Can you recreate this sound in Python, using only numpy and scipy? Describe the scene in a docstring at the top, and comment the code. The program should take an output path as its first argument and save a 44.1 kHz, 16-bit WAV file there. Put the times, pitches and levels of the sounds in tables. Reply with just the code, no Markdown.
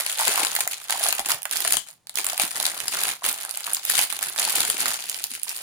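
"""A crisp plastic wrapper crinkles as two hands turn the stack of small zip-lock bags inside it,
rest briefly, then pull it off. Creases buckle and release their elastic energy as sharp snaps over
fine crackle and the friction hiss of sliding film. Slack panels flip with hollow pops, and the packets
bump together and thump on a cloth-covered table as heavily damped bodies.
A close stereo microphone hears it in a small room with a faint steady hush."""
import sys
import numpy as np
from scipy import signal
from scipy.fft import rfft, irfft, next_fast_len
from scipy.io import wavfile
from scipy.ndimage import uniform_filter1d

SR = 44100
rng = np.random.default_rng(int(sys.argv[2]) if len(sys.argv) > 2 else 0)


def master(y):
    """Save y as 16-bit WAV."""
    cut = np.clip(np.atleast_2d(y).T, -1, 1)
    pcm = np.round(cut * 32767)  # scale
    wavfile.write(sys.argv[1], SR, pcm.astype(np.int16))


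N = 247826

# Squeezes and tugs of the hands. Each row: start in seconds, hold in seconds, then the relative
# levels in dB of crackle, hollow flexing and the shifting stack.
HAND_SQUEEZES = [(0.0, 0.0083, -24, -35.5, -53), (0.059, 0.16, -28.5, -44.5, -68),
                 (0.189, 0.085, -24.5, -36.5, -71), (0.266, 0.17, -23.5, -33, -57),
                 (0.46, 0.17, -30, -39, -54.5), (0.714, 0.021, -31, -48, -59),
                 (0.78, 0.11, -39.5, -52, -74), (0.901, 0.091, -28, -42.5, -56),
                 (1.021, 0.069, -23.5, -36, -57), (1.11, 0.094, -31.5, -42.5, -63),
                 (1.259, 0.037, -31.5, -43, -53), (1.3, 0.017, -23.5, -29.5, -50.5),
                 (1.378, .006, -51.5, -47, -68), (1.52, 0.097, -27, -41, -52.5),
                 (1.65, 0.11, -26, -42, -50.5), (1.877, 0.014, -41, -53.5, -74),
                 (2.168, 0.033, -28, -40.5, -52), (2.254, 0.086, -30, -40.5, -57),
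                 (2.402, 0.049, -23.5, -35.5, -55), (2.502, 0.1, -36, -56, -63),
                 (2.556, 0.13, -29, -38.5, -50), (2.701, 0.19, -33, -43, -54.5),
                 (2.924, .19, -26, -36.5, -48.5), (3.249, .045, -23.5, -35, -47),
                 (3.332, 0.17, -34.5, -45.5, -65), (3.54, 0.24, -35, -49, -70),
                 (3.664, .1, -34, -42.5, -58), (3.815, 0.076, -35.5, -57, -65),
                 (3.877, 0.042, -26, -44.5, -50), (3.938, 0.096, -22.5, -38.5, -51.5),
                 (4.102, 0.092, -33.5, -47, -58), (4.219, 0.072, -29.5, -42.5, -53),
                 (4.314, .06, -38.5, -47.5, -59.5), (4.387, 0.18, -23.5, -36.5, -51.5),
                 (4.557, 0.073, -23, -35.5, -43.5), (4.66, 0.099, -28, -43, -49.5),
                 (4.793, 0.1, -24, -37, -45.5), (4.906, 0.043, -27, -39, -61),
                 (4.99, 0.27, -33.5, -49.5, -60.5), (5.309, .045, -32.5, -64, -58),
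                 (5.399, 0.06, -40.5, -62, -70), (5.483, .13, -33, -49.5, -63)]
# Loud creases. Each row: start in seconds, relative level in dB, left minus right in dB, then the
# weights in dB of body and sizzle against the snap band.
LOUD_CREASES = [(.0636, -18.5, 2, 0, 2), (.0975, -23, 6, -6, -5), (.199, -20.5, 4, 11, 7),
                (.2798, -9, 10, -2, 6), (.3583, -16.5, 3, -2, 5), (.396, -23, 22, 4, 11),
                (.4489, -15.5, 8, 0.5, 3.5), (.5519, -15.5, -2, -2, 9.5), (.564, -14.5, -4, -3, 0),
                (.6062, -12, 1, -2, 5), (.6759, -15.5, 2.5, 2, 9), (.7335, -24, -3, -4, -7),
                (.9066, -15.5, 2, -9, 6), (.9233, -22.5, -6, -3, -8), (1.0384, -11.5, -4, -11, 6),
                (1.0867, -13, 4, -19, 8), (1.126, -11.5, 4, -4, 3), (1.1944, -17, 2.5, -0.5, 5.5),
                (1.2605, -21, 1, -5, -1), (1.2876, -19.5, -5, -15, 6), (1.3181, -12.5, -2.5, -7, 0.5),
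                (1.4197, -29, -2, -4, 6), (1.4308, -26.5, -6, -6, 9), (1.4543, -21, 0, 7, 6),
                (1.512, -19.5, -5, -17, 0.5), (1.5696, -19.5, -9, -14, 1.5), (1.6046, -19, -10, -16, 11),
                (1.6769, -13, 8, -4.5, 8), (1.7229, -7.5, 13, -7, 9), (1.7336, -14, 0, -20, 9),
                (1.769, -13.5, 13.5, -5.5, 3), (2.0703, -35, -6, -8.5, -1), (2.0947, -28, -1, -8.5, 2.5),
                (2.1562, -24, -17, -13.5, 3), (2.186, -18, -7, -2.5, 0.5), (2.245, -16, -3, -1, 11),
                (2.2665, -14, 2, -3, 8.5), (2.378, -18, -1, -4, 5), (2.3977, -11, 8.5, -1.5, 4.5),
                (2.5142, -28, 11, 0.5, 8), (2.601, -19, -7, -14, -2), (2.628, -19.5, 5, -6, 5),
                (2.6535, -13, -3.5, -11, -5), (2.6648, -12.5, 8, -6.5, 5), (2.8026, -23.5, -10, -5, 0),
                (2.8816, -15.5, 4, -11.5, -1), (3.0353, -12, 2, -9, 8), (3.0823, -21, -5, -2, 3),
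                (3.2418, -23.5, -4, -3.5, 1), (3.263, -17, -9, -4.5, 3), (3.3281, -21, 0, -12, 17),
                (3.4118, -28, -7, -4, 7), (3.45, -26, -5, 3, 6.5), (3.5101, -25, -8, -15, 5),
                (3.5731, -20, -3, 3, 15), (3.7336, -12, -3, -17, 22), (3.747, -14.5, -1.5, -23, -0.5),
                (3.8516, -17, -2, -0.5, 12), (3.899, -6, 8, -1, 14), (3.9535, -16, 11, -11, 2),
                (3.9825, -14.5, 9.5, 3, 7.5), (3.991, -10, -7, -2, -0.5), (4.1018, -22, 4, -2, 7),
                (4.1256, -23.5, -16, -5, -1), (4.1903, -28.5, -11, -2.5, -2), (4.2273, -16.5, -1, 2, 10),
                (4.3614, -27.5, -8, 4, 5.5), (4.397, -16, -10, -11, 6), (4.556, -15.5, -4, -5, 6),
                (4.6048, -12, 3, -14, 4), (4.7, -9.5, 6, -6.5, 8), (5.097, -18.5, -6, -22, -1),
                (5.1445, -26, -8, -12, -2), (5.2403, -16, -2, -18.5, 3.5), (5.4325, -21.5, -15, -27, 12),
                (5.4934, -22.5, -10, -20, 4)]
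# Slack panels flipping over. Each row: start in seconds, relative peak in dB, pitch in Hz.
PANEL_FLIPS = [(0.194, -17.5, 835), (0.214, -13, 860), (0.274, -16, 950), (0.393, -17, 830),
               (0.416, -14, 860), (0.588, -17.5, 830), (0.669, -20.5, 674), (0.905, -18.5, 857),
               (0.922, -21, 724), (0.94, -19, 764), (0.956, -17.5, 930), (1.006, -22, 664),
               (1.057, -15, 835), (1.087, -19, 686), (1.191, -17, 716), (1.203, -22, 814),
               (1.652, -19.5, 676), (1.739, -19, 680), (2.33, -20.5, 716), (2.397, -14, 797),
               (2.601, -21.5, 650), (3.221, -25, 1030), (3.677, -17, 1140), (4.476, -17, 890),
               (5.468, -31, 975)]
# Packets knocking together. Each row: start in seconds, relative peak in dB, pitch in Hz.
PACKET_KNOCKS = [(0.286, -34, 420), (0.397, -38, 368), (0.429, -36, 304), (0.636, -55.5, 130),
                 (1.195, -40, 398), (1.262, -45.5, 330), (1.339, -51, 176), (2.186, -44, 395),
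                 (2.416, -53, 182), (2.437, -35, 234), (3.239, -49, 420), (3.915, -57, 287),
                 (4.572, -39, 404), (4.688, -36.5, 434), (4.744, -39, 428), (5.314, -50, 234.5)]
# The stack pressed onto the table. Each row: start in seconds, relative peak in dB, pitch in Hz.
TABLE_PRESSES = [(1.199, -51, 46), (1.679, -51, 45.3), (1.733, -45, 46.5), (1.764, -38.5, 129),
                 (2.417, -44, 129), (2.83, -44, 117.2), (4.698, -55, 90), (4.89, -50, 60)]
# Spectra of the bending sheet, the stack and the room's hush. Each row: frequency in Hz, gain in dB.
FLEX_SPECTRUM = [(150, -32), (300, -17), (420, -12), (490, -9), (640, -4), (790, 0), (1050, -3.5),
                 (1400, -1), (2200, -5.5), (3500, -19), (7000, -44)]
STACK_SPECTRUM = [(25, -21), (70, -8), (140, -3), (260, -1), (410, 2.5), (520, -4.5), (900, -31),
                  (2000, -67)]
HUSH_SPECTRUM = [(25, 0), (60, 0), (140, 12), (400, -1.5), (800, 3), (1400, -5), (10000, -11), (16000, -33)]
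# Friction hiss, and thin film's weak radiation of bass. Each row: frequency in Hz, gain in dB.
SLIDE_SPECTRUM = [(400, -25), (1300, -4), (3000, 6.5), (7000, -4), (10000, 2), (16000, -28)]
FILM_RADIATION = [(60, -38), (200, -7), (480, -5), (680, 0)]
# Responses of the two microphone ports. Each row: frequency in Hz, gain in dB.
LEFT_PORT = [(1000, -1.5), (1900, -1.5), (3000, -0.5), (4700, 2), (5900, -2), (7100, 5.5), (8000, -1.5),
             (9200, 3.5), (10500, -0.5), (11600, -4), (13000, -4), (15000, -20), (16000, -16)]
RIGHT_PORT = [(1000, -1), (1900, 0), (3000, -1), (4700, -0.5), (5600, -3), (7000, 0.5), (8000, -0.5),
              (9400, 2.5), (11000, 5.5), (12500, -6), (13500, -3), (14700, 5), (16000, -12)]
# Reverberation of the room. Each row: frequency in Hz, time to fall by 60 dB in seconds.
ROOM_DECAY = [(200, 0.2), (1500, 0.2), (6000, 0.22), (10000, 0.15), (16000, 0.21)]
BODY_HZ, SNAP_HZ, SIZZLE_HZ = (600, 2500), (2500, 8000), (8000, 17000)
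CRACKLE_COLUMN, FLEX_COLUMN, STACK_COLUMN = 2, 3, 4


def amp(db):
    """Amplitude grows tenfold for every 20 dB."""
    return 10 ** (np.asarray(db) / 20)


def unit(x):
    """Normalisation to an rms of 1."""
    return x / np.sqrt(np.mean(x ** 2) + 1e-20)


def along(points, hz):
    """Interpolation of (Hz, value) points on a logarithmic frequency axis."""
    frequencies, values = np.transpose(points)
    return np.interp(np.log(hz + 1), np.log(frequencies), values)


def filtered(x, response):
    """Linear filtering multiplies the spectrum by a frequency response."""
    size = next_fast_len(N + SR // 4, True)
    return irfft(rfft(x, size) * response(np.fft.rfftfreq(size, 1 / SR)), size)[..., :N]


def coloured(x, points, size=4096):
    """Minimum-phase filtering: folding the cepstrum gives a causal filter through (Hz, dB) points."""
    cepstrum = irfft(np.log(amp(along(points, np.fft.rfftfreq(size, 1 / SR)))))
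    cepstrum[1:size // 2] *= 2
    cepstrum[size // 2 + 1:] = 0
    kernel = irfft(np.exp(rfft(cepstrum)))
    return signal.fftconvolve(np.atleast_2d(x), kernel[None], axes=1)[:, :N]


def stereo_noise(shape, alike):
    """Partial coherence: left and right white noise share the fraction `alike` of their power."""
    shared = np.sqrt(alike) * rng.standard_normal(shape)
    return shared + np.sqrt(1 - alike) * rng.standard_normal((2, *shape))


def placed(times, sounds):
    """Superposition of short sounds, shaped (2, events, samples), at their start times."""
    at = np.maximum(np.round(times * SR).astype(int), 0)[:, None] + np.arange(sounds.shape[-1])
    return np.array([np.bincount(at.ravel(), side.ravel(), N)[:N] for side in sounds])


def effort(column, tighten_db_per_s=692, sag_db_per_s=5, relax_db_per_s=326):
    """Incoherent powers add: the joint level in dB of squeezes that tighten, hold and relax."""
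    t, power = np.arange(0, N / SR, .002), 1e-9
    for squeeze in HAND_SQUEEZES:
        start, hold = squeeze[:2]
        age = t - start
        shape_db = (tighten_db_per_s * np.minimum(age, 0) - sag_db_per_s * np.clip(age, 0, hold)
                    - relax_db_per_s * np.maximum(age - hold, 0))
        power = power + amp(squeeze[column] + shape_db) ** 2
    return np.interp(np.arange(N) / SR, t, 10 * np.log10(power))


def swarm(effort_db, per_s, spread_db, even_s, thinning):
    """Buckling as a random point process, sparser under a light touch; power is levelled over even_s."""
    times = np.sort(rng.uniform(0, N / SR, int(per_s * N / SR)))
    sizes = amp(spread_db * np.clip(rng.standard_normal(len(times)), -2, 2))
    at = (times * SR).astype(int)
    chance = amp(thinning * (effort_db[at] - effort_db.max())) + .1
    sizes *= rng.uniform(size=len(times)) < chance
    power = uniform_filter1d(np.bincount(at, sizes ** 2, N), int(even_s * SR))
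    return times, sizes / np.sqrt(np.abs(power[at]) + 1e-9)


def pitches(times, centre_hz, scatter):
    """Resonance depends on size: facets of all sizes give a log-normal spread of pitch."""
    return centre_hz * np.exp(scatter * rng.standard_normal(len(times)))


def buckles(pitch_hz, band_hz, crack_s, ring_s, ring_db, alike, facet_db, size=512):
    """Buckling gives a sharp crack, then a damped shiver of the facet; energy equals 3 ms at rms 1."""
    t, hz = np.arange(size) / SR, np.fft.rfftfreq(size, 1 / SR) + 1
    resonance = amp(facet_db * np.exp(-(np.log(hz / pitch_hz[:, None]) / .16) ** 2))
    # each crease lies at its own angle to the two ports
    lag_s = .00006 * rng.standard_normal((len(pitch_hz), 1))
    phase = np.exp(1j * np.pi * hz * lag_s)
    white = stereo_noise((len(pitch_hz), size), alike)
    noise = irfft(rfft(white) * resonance * np.array([phase, phase.conj()]))
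    decay = np.exp(-t / crack_s) + amp(ring_db) * np.exp(-t / ring_s)
    burst = signal.sosfilt(signal.butter(4, band_hz, "bandpass", fs=SR, output="sos"), noise * decay)
    energy = (burst ** 2).sum(-1).mean(0)
    return burst / np.sqrt(energy / (.003 * SR))[:, None]


def crackle_and_slide(crackle_db=-2, slide_db=-10, slide_growth=.089):
    """Stress drives buckling and friction: under a firm pull tiny creases crowd and film hisses on film."""
    effort_db = effort(CRACKLE_COLUMN)
    times, sizes = swarm(effort_db, per_s=620, spread_db=4.5, even_s=.09, thinning=.75)
    brightness, pan = rng.standard_normal((2, len(times), 1))
    mid = buckles(pitches(times, 3200, .5), (1400, 8000),
                  crack_s=.0006, ring_s=.003, ring_db=-7, alike=.35, facet_db=8)
    high = buckles(pitches(times, 10000, .2), SIZZLE_HZ,
                   crack_s=.0004, ring_s=.0024, ring_db=-11, alike=.3, facet_db=5)
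    ticks = amp(-2.5 * brightness) * mid + amp(2.8 * brightness + 1) * high
    ticks *= amp(1.3 * np.array([pan, -pan])) * sizes[:, None]
    crackle = amp(crackle_db) * unit(placed(times, ticks))
    hiss = unit(coloured(stereo_noise((N,), alike=.029), SLIDE_SPECTRUM))
    slide = amp(slide_db + slide_growth * (effort_db - np.median(effort_db))) * hiss
    return amp(effort_db) * (crackle + slide)


def sheet_flexing(gain_db=1):
    """Wider patches of the sheet also buckle, and sound hollow over the trapped air."""
    effort_db = effort(FLEX_COLUMN)
    times, sizes = swarm(effort_db, per_s=380, spread_db=3, even_s=.04, thinning=.4)
    kicks = buckles(pitches(times, 880, .44), (150, 5000),
                    crack_s=.00074, ring_s=.0041, ring_db=-8.5, alike=.97, facet_db=8)
    hollow = coloured(placed(times, kicks * sizes[:, None]), FLEX_SPECTRUM)
    return amp(effort_db + gain_db) * unit(hollow)


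def stack_shuffle(gain_db=-2):
    """Friction of the packets against fingers and table makes a dull noise that follows each squeeze."""
    rubbing = unit(coloured(stereo_noise((N,), alike=.83), STACK_SPECTRUM))
    return amp(effort(STACK_COLUMN) + gain_db) * rubbing


def room_hush(level_db=-67):
    """Ambient noise is stationary: a faint, low hush lies under everything."""
    return amp(level_db) * unit(coloured(stereo_noise((N,), alike=.7), HUSH_SPECTRUM))


def small_creases(per_s=24, over_effort_db=3.5, spread_db=3, pan_db=6, colour_db=5):
    """Lesser creases buckle at random, as strong as the squeeze; rows as in LOUD_CREASES."""
    count = int(per_s * N / SR)
    times = (np.arange(count) + rng.uniform(size=count)) / count * (N - 1) / SR
    size, pan, body, sizzle = np.clip(rng.standard_normal((count, 4)), -2, 2).T
    db = effort(CRACKLE_COLUMN)[(times * SR).astype(int)] + over_effort_db + spread_db * size
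    return np.column_stack([times, db, pan_db * pan, colour_db * body - 5, colour_db * sizzle + 4])


def crease_snaps(facet_hz=2294, body_db_per_octave=12):
    """Damping rises with frequency: each crease snaps in three bands, and the lowest rings longest."""
    times, db, pan_db, body_db, sizzle_db = np.vstack([LOUD_CREASES, small_creases()]).T
    # a crease with less body has a smaller, higher facet
    hz = np.clip(pitches(times, facet_hz, .19) * 2 ** (-body_db / body_db_per_octave), 1200, 7600)
    body = buckles(hz, BODY_HZ, crack_s=.00065, ring_s=.0069, ring_db=-9.5, alike=.7, facet_db=11)
    snap = buckles(hz, SNAP_HZ, crack_s=.0006, ring_s=.003, ring_db=-8, alike=.55, facet_db=9)
    sizzle = buckles(pitches(times, 10500, .2), SIZZLE_HZ,
                     crack_s=.0004, ring_s=.0026, ring_db=-10.5, alike=.5, facet_db=5)
    sound = amp(body_db - 1)[:, None] * body + snap + amp(sizzle_db)[:, None] * sizzle
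    gain = amp(db + np.array([pan_db, -pan_db]) / 2) / np.hypot(1, amp(sizzle_db))
    return placed(times, sound * gain[..., None])


def knocks(rows, decay_cycles, rise_cycles, scatter, gain_db, modes=5, size=4096):
    """Modal damping: a soft blow on a limp body excites a cluster of modes that die in a few cycles."""
    times, db, hz = np.transpose(rows)
    cycles = hz[:, None] * np.arange(size) / SR
    ratios = np.exp(scatter * rng.standard_normal((len(times), modes)))
    cluster = sum(np.sin(2 * np.pi * cycles * ratio[:, None]) * rng.choice([-1, 1], (len(times), 1))
                  for ratio in ratios.T)
    envelope = np.exp(-cycles / decay_cycles) * (1 - np.exp(-cycles / rise_cycles))
    ring = (np.sin(2 * np.pi * cycles) + 2 * cluster / modes) * envelope
    ring *= (amp(db + gain_db) / np.abs(ring).max(1))[:, None]
    return placed(times, np.array([ring, ring]))


def panel_pops():
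    """Snap-through: a slack panel flips over with a hollow pop."""
    return knocks(PANEL_FLIPS, decay_cycles=2.3, rise_cycles=.95, scatter=.192, gain_db=-3.5)


def packet_bumps():
    """Inelastic collision: limp packets knock together and barely ring."""
    return knocks(PACKET_KNOCKS, decay_cycles=1.8, rise_cycles=.97, scatter=.303, gain_db=5.5)


def table_thumps():
    """A cushioned impact excites low modes: the hand presses the stack onto the padded table."""
    return knocks(TABLE_PRESSES, decay_cycles=1, rise_cycles=.3, scatter=.99, gain_db=-1)


def reverberation(x, wet_db=-9.5, gap_s=.007, patterns=14):
    """Wall reflections arrive after a gap and decay; their pattern shifts as the bags move."""
    hz, t, noise = signal.stft(rng.standard_normal((patterns, 2, SR // 3)), SR, nperseg=256)
    # long waves reach both ports alike
    width = np.arccos(1 / (1 + (hz[:, None] / 1000) ** 2)) / 2
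    side = noise[:, 1:] * np.array([1, -1])[:, None, None]
    field = np.cos(width) * noise[:, :1] + np.sin(width) * side
    decay = amp(-60 * t / along(ROOM_DECAY, hz)[:, None])
    tails = signal.istft(field * decay, SR, nperseg=256)[1]
    wet = np.zeros((2, N + SR))
    for part, tail in zip(np.array_split(np.arange(N), patterns), tails):
        echoes = signal.fftconvolve(x[:, part], tail / np.linalg.norm(tail[0]), axes=1)
        start = part[0] + int(gap_s * SR)
        wet[:, start:start + echoes.shape[1]] += echoes
    return amp(wet_db) * wet[:, :N]


def scene(lag_s=.00014):
    """Direct sound, reflections and hush superpose; the bags lie to the right, so the left port lags."""
    film = coloured(panel_pops() + crease_snaps() + crackle_and_slide(), FILM_RADIATION)
    direct = film + packet_bumps() + table_thumps() + sheet_flexing() + stack_shuffle()
    direct = filtered(direct, lambda hz: np.exp(-1j * np.pi * hz * lag_s * np.array([[1], [-1]])))
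    return direct + reverberation(direct) + room_hush()


def record(dry, ceiling=.52, top_hz=16050):
    """Each port colours the treble, soft saturation rounds the tallest peaks, and the band is limited."""
    heard = np.vstack([coloured(dry[0], LEFT_PORT), coloured(dry[1], RIGHT_PORT)])
    rounded = heard / (1 + (heard / ceiling) ** 4) ** (1 / 4)
    return filtered(rounded, lambda hz: hz < top_hz)


dry = scene()
out = record(dry)
master(out)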